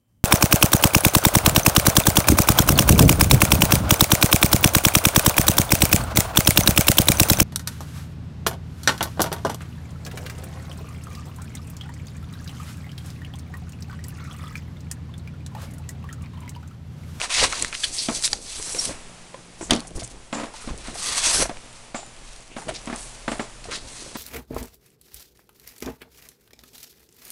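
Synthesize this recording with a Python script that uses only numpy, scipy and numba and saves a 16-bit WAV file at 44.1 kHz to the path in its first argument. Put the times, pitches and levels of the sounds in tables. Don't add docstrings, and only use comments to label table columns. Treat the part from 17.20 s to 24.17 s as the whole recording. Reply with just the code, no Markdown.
import sys
import numpy as np
from scipy import signal
from scipy.fft import rfft, irfft, next_fast_len
from scipy.io import wavfile
from scipy.ndimage import uniform_filter1d
from numba import njit

SR = 44100
rng = np.random.default_rng(int(sys.argv[2]) if len(sys.argv) > 2 else 0)


def nominal_scale(level):
    x = np.asarray(level, float) / 20
    return 10 ** x


def persist_wave(psi):
    counts = np.round(np.clip(psi, -1, 1) * 32767).astype(np.int16)
    wavfile.write(sys.argv[1], SR, np.atleast_2d(counts).T)


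N = 307377
TIME = np.arange(N) / SR
SLOW = TIME[::32]


def unit(x):
    return x / np.sqrt(np.mean(x ** 2))


def noise():
    return rng.standard_normal(N)


def fade(t, t60):
    return nominal_scale(-60 * t / t60)


def colour(x, points):
    hz, db = np.transpose(points)
    size = next_fast_len(len(x))
    log_hz = np.log(np.arange(1, size // 2 + 2) * SR / size)
    gain = nominal_scale(np.interp(log_hz, np.log(hz), db))
    return irfft(rfft(x, size) * gain, size)[:len(x)]


def band(x, lo_hz, hi_hz):
    edges_hz = [lo_hz, min(hi_hz, SR / 2.2)]
    return signal.sosfilt(signal.butter(2, edges_hz, "band", fs=SR, output="sos"), x)


@njit
def hollow(x, hz, share):
    out, band_state, low_state = np.empty(len(x)), 0., 0.
    for i in range(len(x)):
        g = np.tan(np.pi * hz[i] / SR)
        v = (band_state + g * (x[i] - low_state)) / (1 + g * (g + share))
        band_state = 2 * v - band_state
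        low_state = low_state + 2 * g * v
        out[i] = share * v
    return out


def walk(rate):
    hold = int(len(SLOW) / TIME[-1] / rate)
    held = rng.standard_normal(N // 64)[np.arange(len(SLOW)) // hold]
    smooth = uniform_filter1d(uniform_filter1d(held, hold), hold)
    return np.interp(TIME, SLOW, unit(smooth))


def ring(modes):
    t = TIME[:SR // 2]
    y = sum(nominal_scale(db - 60 * t / t60) * np.sin(2 * np.pi * hz * t) for hz, db, t60 in modes)
    return y / np.abs(y).max()


def rattle(lo_hz, hi_hz, t60):
    t = TIME[:SR // 2]
    return unit(band(rng.standard_normal(len(t)), lo_hz, hi_hz)) * fade(t, t60)


def fibres(share, scatter_db):
    slips = rng.random(N) < share
    size_db = scatter_db * np.minimum(rng.exponential(size=N), 4.)
    return slips * rng.standard_normal(N) * nominal_scale(size_db)


def strike(s, db, body):
    blows = np.zeros(N)
    blows[(np.asarray(s) * SR).astype(int)] = nominal_scale(np.asarray(db))
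    return signal.oaconvolve(blows, body)[:N]


def taps(table, t60, snap_db, snap_t60, top_hz):
    out, t = np.zeros(N + 4096), TIME[:4096]
    grits = rng.standard_normal((len(table), len(t)))
    for (s, db, hz), grit in zip(table, grits):
        tone = np.sin(2 * np.pi * hz * t) * fade(t, t60)
        snap = grit * (fade(t, snap_t60) + nominal_scale(-18 - 60 * t / 0.038))
        click = nominal_scale(snap_db) * band(snap, hz / 3.5, min(3.2 * hz, top_hz))
        out[int(s * SR):][:len(t)] += nominal_scale(db) * (tone + click)
    return out[:N]


def peak(s, rise_s, fall_s, rise_db, bend):
    before = np.maximum(s - SLOW, 0) / rise_s
    after = np.maximum(SLOW - s, 0) / fall_s
    return nominal_scale(np.maximum(-rise_db * before ** bend - 20 * after, -120))


# pitch_hz [Hz], level_db [dB]
ROOM_HISS = [(47, -39), (80, -8.5), (120, 2.5), (330, -11.5), (561, -1.5), (787, -2), (1650, -7),
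             (2420, -6.5), (4100, -10), (8080, -10.5), (10200, -13), (11800, -14.5), (12600, -48.5),
             (16400, -79), (22000, -120)]
# pitch_hz [Hz], level_db [dB]
MAINS_HUM = [(118.4, -60), (237, -64.5)]
# time_s [s], gain_db [dB]
CAMERA_GAIN = [(0, 2), (.08, -2), (.11, 3), (1.13, 5.5), (1.2, -3), (1.3, 2), (1.8, 5.5), (2.3, 1.5),
               (2.6, 4.5), (2.66, 2), (2.72, -2), (2.76, 3), (3.08, 0.5), (3.32, 1.5), (4.3, 5), (4.65, 4),
               (4.735, 1), (4.77, 4), (5.22, 2.5), (5.25, 0), (5.34, -.5), (5.4, 3), (5.6, 6.5),
               (6.97, 3.5)]


def room():
    hiss = unit(colour(noise(), ROOM_HISS)) * nominal_scale(-52)
    hum = sum(nominal_scale(db + 1 + 0.6 * walk(1.893)) * np.sin(2 * np.pi * hz * TIME) for hz, db in MAINS_HUM)
    s, gain_db = np.transpose(CAMERA_GAIN)
    return (hiss + hum) * nominal_scale(np.interp(TIME, s, gain_db))


# peak_s [s], rumble_db [dB], thud_db [dB]
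HAND_JOLTS = [(0.02, -45, -46), (0.23, -28, -31), (0.43, -37, -39.5), (0.68, -39, -47.5),
              (0.92, -41, -44.5), (1.14, -40, -48.5), (1.38, -43, -51), (1.55, -50, -41.5),
              (1.71, -40.5, -38), (2.52, -31, -43), (2.78, -34, -40), (2.95, -46.5, -53), (3.51, -31, -43),
              (3.69, -37, -41.5), (3.92, -41.5, -44.5), (4.07, -41, -45), (4.15, -42, -39),
              (4.21, -28, -33), (5.49, -39.5, -39.5), (6.49, -40, -42), (6.66, -41, -50),
              (6.85, -48.5, -47)]
# start_s [s], end_s [s], pitch_hz [Hz], first_db [dB], last_db [dB]
HUM_SPELLS = [
    (4.9, 5.4, 31, -45.5, -52),
    (5.55, 6.5, 37, -47, -44),
    (1.4, 2.78, 171, -60, -49),
]
# start_s [s], level_db [dB], pitch_hz [Hz]
CAMERA_LURCHES = [
    (2.755, -19, 36),
    (2.515, -22, 110),
    (3.51, -21, 62),
    (2.77, -27, 105),
    (2.83, -31, 120),
]


def grip():
    shake, squeeze = nominal_scale(-56), nominal_scale(-56)
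    for s, rumble_db, thud_db in HAND_JOLTS:
        jolt = peak(s, 0.0833, 0.1099, 20.25, 0.9)
        shake = shake + jolt * nominal_scale(rumble_db)
        squeeze = squeeze + jolt * nominal_scale(thud_db)
    rumble = unit(band(noise(), 11.5, 56)) * np.interp(TIME, SLOW, shake) * nominal_scale(1.11 * walk(12))
    thud = unit(band(fibres(.02, 1.85), 98, 493)) * np.interp(TIME, SLOW, squeeze) * nominal_scale(2.47 * walk(25))
    sway = unit(band(noise(), 4, 19)) * nominal_scale(-47 + 3.4 * walk(3))
    drone = 0
    for start_s, end_s, hz, first_db, last_db in HUM_SPELLS:
        level = nominal_scale(np.interp(TIME, [start_s, end_s], [first_db, last_db]))
        spell = uniform_filter1d((TIME > start_s) * (TIME < end_s) * level, size=6000)
        tone = np.sin(2 * np.pi * np.cumsum(hz + 2.5 * walk(8)) / SR)
        drone = drone + np.sqrt(2) * spell * nominal_scale(2.5 * walk(14)) * tone
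    return rumble + thud + sway + drone + taps(CAMERA_LURCHES, 0.13, -40, 0.03, 1800)


def afterring():
    s, blow_db, panel_db, _ = np.transpose(TABLE_KNOCKS)
    hit_db = blow_db + panel_db
    t = TIME[:SR // 2]
    crack = unit(band(noise(), 1500, 4200)) * strike(s, hit_db - 25, fade(t, .06))
    wash = unit(colour(noise(), [(200, -12), (700, 0), (2000, -1), (4000, -10), (10000, -16)]))
    wash = wash * strike(s, hit_db - 31, fade(t, .36) * (1 - np.exp(-t / .006)))
    song_s, song_db = np.transpose(FRAME_SONGS)
    shimmer = unit(band(noise(), 6900, 8000))
    shimmer = shimmer * strike(song_s, song_db - 9, fade(t, .25) * (1 - np.exp(-t / .012)))
    return crack + wash + shimmer


# start_s [s], blow_db [dB], panel_db [dB re blow], edge_db [dB re blow]
TABLE_KNOCKS = [(0.886, -10, -1, -5), (2.409, -29, 3, -17.5), (2.496, -22, 1, -12), (2.5076, -12, 3, 5),
                (2.5195, -6.5, -17.5, -13.5), (2.533, -12, -22, 2), (2.5435, -14, -28, -18),
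                (2.552, -13, -28, -18), (2.573, -20, -25, -18), (2.59, -24, -22, -18), (3.128, -17, 3, -11),
                (3.152, -19.5, -0.5, -11), (3.169, -25, 2, -14), (3.183, -24, 2, -16),
                (3.1965, -23, 1, -14), (3.214, -26, 0, -20), (3.267, -36, 4, -8), (3.234, -20, -2, -17.5),
                (3.474, -19, -6, -19), (3.502, -25.5, -8, -8), (3.682, -23.5, -0.5, -15.5),
                (4.294, -22.5, 2, -4.5), (4.745, -19.5, 4.5, -15), (5.365, -21, 1.5, -22),
                (5.673, -18.5, -1, -12.5), (5.698, -20, 0, -22.5), (5.727, -18, -0.5, -25.5),
                (6.079, -14, 4, -14.5), (6.117, -16.5, 2, -12), (6.195, -14.5, 2, -25),
                (6.954, -19.5, 0, -10.5)]
# start_s [s], level_db [dB]
FRAME_SONGS = [
    (3.128, -28.5),
    (4.746, -27),
    (5.366, -40.5),
    (6.079, -36),
    (6.196, -36),
]
# pitch_hz [Hz], level_db [dB], t60_s [s]
BOARD_TONES = [(237.1, 7.5, 0.0645), (290, -2, 0.107), (181.6, -12, 0.081), (447, -5, 0.0247)]
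PANEL_TONES = [(584, 12.5, 0.046), (669, 0, 0.199), (739, 8, 0.0533), (846, 7.5, 0.0685),
               (1064.4, 1, 0.169), (1172.3, 2.5, .1), (2015, -15.5, 0.074)]
STEEL_TONES = [(7106, 0, .5), (7198, -4, .35), (7241, -3, .3), (7456, -1, .2), (7610, -3, .12),
               (7900, -6, .12), (4850, -8, .12), (8600, -8, .1), (6450, -8, .12)]
THOCK_TONES = [(660, 0, .03), (960, -2, .03), (1270, -5, .028), (1620, -9, .024), (2150, -9, .022)]


def knocks():
    s, blow_db, panel_db, edge_db = np.transpose(TABLE_KNOCKS)
    hit_db = blow_db + panel_db
    t = TIME[:SR // 2]
    push = 1 - np.exp(-t / 0.000965)
    board = strike(s, blow_db, push * (ring(BOARD_TONES) + nominal_scale(-21) * rattle(138.5, 380, 0.123)))
    panel_rattle = band(rattle(500, 1300, 0.09), 400, 1400)
    panel = strike(s, hit_db, nominal_scale(-2.5) * push * (ring(PANEL_TONES) + nominal_scale(-24) * panel_rattle))
    slap = unit(band(noise(), 900, 2400)) * strike(s, hit_db - 17, push * fade(t, .09))
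    thock = strike(s, hit_db + .7, push * ring(THOCK_TONES))
    edge = unit(band(noise(), 2190, 6500)) * strike(s, blow_db + edge_db - 10, fade(t, .0195))
    loose = unit(colour(fibres(.2, 2.14), [(150, -3), (600, 2), (1200, -3.5), (2500, -16), (9000, -21)]))
    tail = loose * strike(s, blow_db - 19 + 0.7 * panel_db, push * fade(t, 0.255))
    steel = strike(*np.transpose(FRAME_SONGS), ring(STEEL_TONES) * (1 - np.exp(-t / 0.0088)))
    return band(board + panel + thock + slap + edge + tail + steel, 103.3, 11800)


# start_s [s], level_db [dB], pitch_hz [Hz]
FINGER_PATS = [(0.216, -22, 800), (0.227, -14.5, 519), (2.521, -13, 380), (0.331, -22, 1307),
               (.243, -19, 1100), (1.133, -25, 800), (1.397, -30, 433), (1.548, -26, 500),
               (1.693, -25.5, 559), (2.143, -29, 551), (2.65, -38, 762), (2.779, -27, 349),
               (2.82, -29, 668), (3.756, -27.5, 701), (4.179, -35, 706), (4.225, -15, 533),
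               (4.255, -22, 665), (4.17, -24, 1550), (2.412, -24, 340), (2.427, -26, 330),
               (2.144, -33, 1020), (1.567, -33, 720), (1.708, -30, 600), (4.313, -30, 587),
               (4.295, -22, 700), (5.483, -26, 620), (5.491, -19, 650), (5.51, -28, 720), (5.385, -29, 792),
               (5.42, -31.5, 896), (2.41, -30.5, 598.5), (4.79, -33, 695), (4.83, -35, 792),
               (6.486, -28, 420), (6.495, -29, 480), (6.455, -33, 700), (3.49, -27, 1050),
               (6.862, -36, 550), (3.341, -33, 900), (3.444, -31, 450), (6.822, -34, 330)]


def pats():
    return taps(FINGER_PATS, 0.0396, 2.12, 0.0362, 1740)


# start_s [s], level_db [dB], pitch_hz [Hz]
PAPER_FLECKS = [(2.5078, -9, 8600), (.225, -13, 6000), (.129, -20, 10500), (.4478, -17, 7000),
                (6.117, -27, 8000), (3.1495, -30, 6400), (.327, -21, 6500), (.2415, -13, 8500),
                (.186, -17, 9000), (.157, -21, 8500), (.6429, -19, 8560), (1.045, -15, 4800),
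                (2.552, -22, 9500), (2.563, -22, 8000), (2.6045, -23, 9810), (2.707, -37, 9000),
                (2.7621, -27, 8450), (2.797, -25, 4520), (2.8315, -27, 6000), (2.848, -26, 7500),
                (2.8769, -29, 9810), (3.2105, -32, 5000), (3.258, -33, 4100), (3.3388, -35, 8630),
                (3.5778, -30, 9620), (3.585, -33, 9500), (4.5291, -34, 9560), (4.864, -36, 9500),
                (4.965, -37, 5000), (5.09, -36, 9500), (5.1332, -33, 6000), (5.1627, -31, 5000),
                (5.206, -37, 8000), (5.226, -37, 9000), (5.279, -39, 6000), (5.5413, -33, 8000),
                (5.6161, -35, 5450), (5.667, -29, 8000), (5.7418, -31, 4770), (6.15, -32, 8500),
                (6.17, -33, 8500), (6.184, -31, 9000), (6.222, -33, 7500), (6.4423, -30, 4450),
                (6.513, -26, 3000)]


def flecks():
    return taps(PAPER_FLECKS, .003, 0., .003, 11000)


# start_s [s], level_db [dB], pitch_hz [Hz]
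CREASE_TICKS = [(0.0155, -9, 2610), (0.2407, -9, 4300), (0.3252, -12, 2240), (0.4243, -7, 7550),
                (0.4472, -10, 1950), (1.1335, -14, 6500), (0.5278, -18, 2490), (0.5511, -18, 3010),
                (1.0246, -17, 5080), (1.0384, -14, 4350), (1.0527, -11, 5130), (1.0776, -16, 3730),
                (1.131, -4.5, 4755), (1.4267, -19.5, 6980), (1.548, -20, 2400), (1.6545, -13, 9000),
                (2.5083, 2, 3258), (2.535, -12, 3350), (2.563, -28, 5600), (2.5964, -28, 4320),
                (2.6045, -27, 4500), (2.8108, -27, 5400), (3.1276, -22.5, 3300), (3.5775, -32.5, 8070),
                (3.743, -31.5, 1900), (4.2233, -15, 8750), (4.371, -30, 2340), (5.658, -31, 7800),
                (5.761, -25, 8930), (6.795, -32.5, 4540)]


def creases():
    return taps(CREASE_TICKS, 0.00521, -2.05, 0.00336, 11500)


# start_s [s], level_db [dB], centre_hz [Hz], length_s [s], width
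EDGE_SKIDS = [(0.539, -17.5, 2950, 0.0138, 1), (2.508, -1, 3400, 0.006, 0.25),
              (0.165, -14.5, 3110, 0.0635, 0.323), (2.52, -19.5, 3800, 0.0354, 0.326),
              (2.5744, -38, 2960, 0.016, 0.72), (2.67, -24.5, 7800, 0.011, 0.35),
              (2.748, -28, 8200, 0.03, 0.5), (2.792, -25, 4700, 0.0206, 0.84),
              (2.832, -24, 7400, 0.022, .25), (2.899, -34, 6650, 0.0188, 0.8),
              (4.5494, -36, 5550, 0.028, 0.59), (5.3587, -30.5, 1570, 0.0634, 1),
              (5.4814, -19.5, 2340, 0.021, 1), (5.535, -27, 3500, 0.04, 1), (5.483, -23, 6500, .016, .5),
              (.777, -14, 4800, .035, .15), (.725, -22, 7200, .04, .3), (1.036, -12, 4600, .022, .2),
              (2.41, -27, 7200, .055, .15), (.18, -15, 4200, .03, .12), (3.4, -33, 8000, .04, .4),
              (5.36, -33, 7000, .07, .5), (.633, -14, 1716, 0.0106, 0.1), (.634, -8, 3243, 0.012, 0.09),
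              (.641, -8, 4300, 0.008, 0.07), (.329, -19, 1300, .008, .6), (1.008, -24, 8000, .03, .3),
              (5.765, -30, 8600, .11, .22), (.526, -22, 1500, .012, .7), (6.518, -22, 4300, .045, .2),
              (4.75, -33, 3500, .06, .6), (6.085, -32, 8000, .07, .2), (.19, -16, 2800, .025, .1),
              (.14, -17, 2500, .025, .1), (.1, -22, 2900, .02, .2), (1.146, -26, 5500, .012, .2),
                  (3.139, -27, 4200, .022, .7), (3.395, -37, 1230, .05, .15), (3.39, -41, 2450, .05, .12),
                  (3.485, -34, 2600, .02, .5), (3.76, -30, 1170, .3, .07), (3.8, -33, 1930, .25, .05),
                  (5.305, -37, 2500, .045, .2), (5.37, -33, 4200, .055, .5), (5.55, -29, 4300, .022, .3),
                  (6.088, -33, 4300, .05, .4), (6.2, -36, 4300, .05, .4), (6.502, -29, 4100, .006, .2),
                  (2.498, -22, 2300, .005, .7), (6.513, -21, 1500, .03, .4),
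                  (1.583, -11, 5587, 0.018, 0.02)]


def skids():
    out, grit = np.zeros(N), fibres(.2, 3)
    for s, db, hz, length_s, width in EDGE_SKIDS:
        a = int(s * SR)
        t = TIME[:min(N - a, SR // 2)]
        rise = 1 - np.exp(-t / (.0012 + .15 * length_s))
        shape = rise / (1 + (t / length_s) ** 3.45)
        rub = unit(band(grit[a:a + len(t)], hz / (1 + width), hz * (1 + width)))
        out[a:a + len(t)] += nominal_scale(db - 12) * shape * rub
    return out


# peak_s [s], swell_s [s], fall_s [s per 20 dB], level_db [dB], pressure [0 light, 1
PAPER_STROKES = [(0.04, 0.07, 0.035, -30, 0.92), (.05, .01, .3, -43, .9), (1.12, .02, .04, -33, -.2),
                 (0.328, 0.0248, 0.1829, -31.5, 0.75), (0.4, 0.093, 0.2077, -31, 0.7),
                 (0.54, 0.0228, 0.08, -36, 0.81), (0.602, 0.061, 0.24, -33.5, 0.15),
                 (0.641, 0.0193, 0.0572, -23.5, .35), (0.798, 0.084, 0.16, -25.5, 0.13),
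                 (0.903, 0.031, 0.0028, -37, 1), (0.958, 0.0494, 0.083, -26, 0.2),
                 (1.058, 0.05, 0.035, -20, 0.08), (1.145, .012, .15, -39, 0),
                 (2.418, 0.0375, .12, -46, -.7), (2.459, 0.044, .04, -46, -.7),
                 (3.362, 0.0374, 0.32, -44, .9), (3.508, 0.098, 0.23, -49.5, 0.67),
                 (3.696, 0.119, .1, -40.5, 0.89), (5.1, .12, .5, -52, .7), (5.763, .02, .3, -43, 0.4),
                 (5.829, 0.072, .5, -45, 0.43), (6.445, 0.008, 0.07, -42, 0.74),
                 (6.722, 0.13, 1.5, -42, 0.5), (6.953, 0.0106, 0.5, -42, 0.98)]
# time_s [s], level_db [dB], pressure [0 light, 1 firm, may exceed 1], speed [0-1]
FIRST_SCRAPE = [
    (0.096, -36, .95, .1),
    (0.103, -31, 0.917, 0),
    (0.17, -28.5, 0.801, 0),
    (0.24, -22.5, 0.905, 0.14),
    (0.262, -29, 0.83, 0.18),
    (0.29, -33, 0.75, 0.26),
    (0.322, -35, .75, .3),
]
LONG_PULL = [
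    (1.2, -45.5, 0.28, 0.65),
    (1.31, -35, 0.41, 0.33),
    (1.564, -32, 0.42, 0.91),
    (1.584, -28, 0.34, 0.55),
    (1.678, -29, 0.35, 0.68),
    (1.732, -42.5, 0.78, .6),
    (1.82, -57.5, 0.74, 0.68),
]
LONG_SWISH = [
    (3.74, -45, 0.87, 0.82),
    (3.782, -33.5, 0.71, 0.544),
    (3.888, -25, 0.541, 0.41),
    (4.02, -23.5, 0.69, 0.307),
    (4.13, -20, 0.612, 0.594),
    (4.222, -17.5, 0.66, 0.97),
    (4.29, -49.5, 1.05, .8),
    (4.34, -65, 0.83, .5),
]
TABLE_SHOVE = [
    (6.47, -62, 1.5, 0),
    (6.509, -54, 1.5, 0),
    (6.512, -36, .9, 0),
    (6.537, -35, .85, 0),
    (6.565, -37, .8, .05),
    (6.592, -49, .7, .1),
]


def rubbing():
    parts = []
    for s, rise_s, fall_s, db, press in PAPER_STROKES:
        gain = (SLOW > s - rise_s) * nominal_scale(db) * peak(s, rise_s, fall_s, 14.5, 1.292)
        speed = 0.554 - 0.3934 * press
        parts.append((gain, press, speed))
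    for move in (FIRST_SCRAPE, LONG_PULL, LONG_SWISH, TABLE_SHOVE):
        s, *columns = np.transpose(move)
        db, press, speed = (np.interp(SLOW, s, c) for c in columns)
        parts.append((nominal_scale(db) * (SLOW > s[0]) * (SLOW < s[-1]), press, speed))
    power = sum(gain ** 2 for gain, _, _ in parts) + 1e-12
    press = sum(gain ** 2 * p for gain, p, _ in parts) / power
    speed = sum(gain ** 2 * v for gain, _, v in parts) / power
    controls = (np.sqrt(power), press, speed)
    return [np.interp(TIME, SLOW, uniform_filter1d(c, size=6)) for c in controls]


# pitch_hz [Hz], level_db [dB per Hz]
PAPER_COLOUR = [(1290, -27.5), (2200, -8.5), (3580, -4.5), (3990, -1), (4720, -4), (5540, -0.5),
                (6400, -1.5), (9550, -1), (10500, -4.5), (12000, -3.5), (12500, -45.5), (16200, -61),
                (22000, -120)]
CARD_COLOUR = [(210, -39.5), (350, -11.5), (520, -0.5), (772, 2.5), (845, -0.5), (941, 4), (1180, 3.5),
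               (3000, -2), (3900, -14), (6600, -120)]


def slide():
    rub, press, speed = rubbing()
    card_db = -26.5 + 30.5 * press
    gap_hz = 3300 + 2890 * speed
    top_db = -10 + 14 * speed
    paper = colour(fibres(.35, 1.78), PAPER_COLOUR)
    out = unit(hollow(paper, gap_hz, 0.119)) * nominal_scale(-16.0)
    for hz in 2000 * 2 ** np.arange(0, 2.8, .4):
        tilt_db = 1.6 * np.clip(top_db + 3.5, -6, 4) * np.log2(hz / 5800)
        patch = hollow(paper / paper.std(), np.full(N, hz), 0.2348)
        out = out + patch * nominal_scale(tilt_db + 1.83 * walk(27))
    card = unit(colour(fibres(.3, 1.54), CARD_COLOUR)) * nominal_scale(card_db + 1.86 * walk(45))
    return rub * nominal_scale(-3.5 + 1.9 * walk(90)) * (out + card)


def scene():
    near = slide() + creases() + pats() + skids()
    echo = signal.oaconvolve(near, rattle(360, 8200, 0.234))[:N] * nominal_scale(-50)
    return (room() + grip() + afterring() + knocks() + flecks() + echo + near)[None]


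def band_limit(x):
    return signal.sosfilt(signal.butter(12, 16500, fs=SR, output="sos"), x)


def record(dry):
    rounded = 1.1 * np.tanh(1.12 * dry[0])
    shelf = colour(rounded, [(1, -6.5), (10300, 0.5), (11200, -17.5), (12300, -14.0), (12800, -50), (22050, -60)])
    clipped = np.clip(shelf, -.73, .73)
    flat = colour(clipped, [(1, 0), (12400, 0), (13000, -15), (16000, -21), (16500, -70), (22050, -90)])
    return band_limit(flat[None])


dry = scene()
out = record(dry)
persist_wave(out)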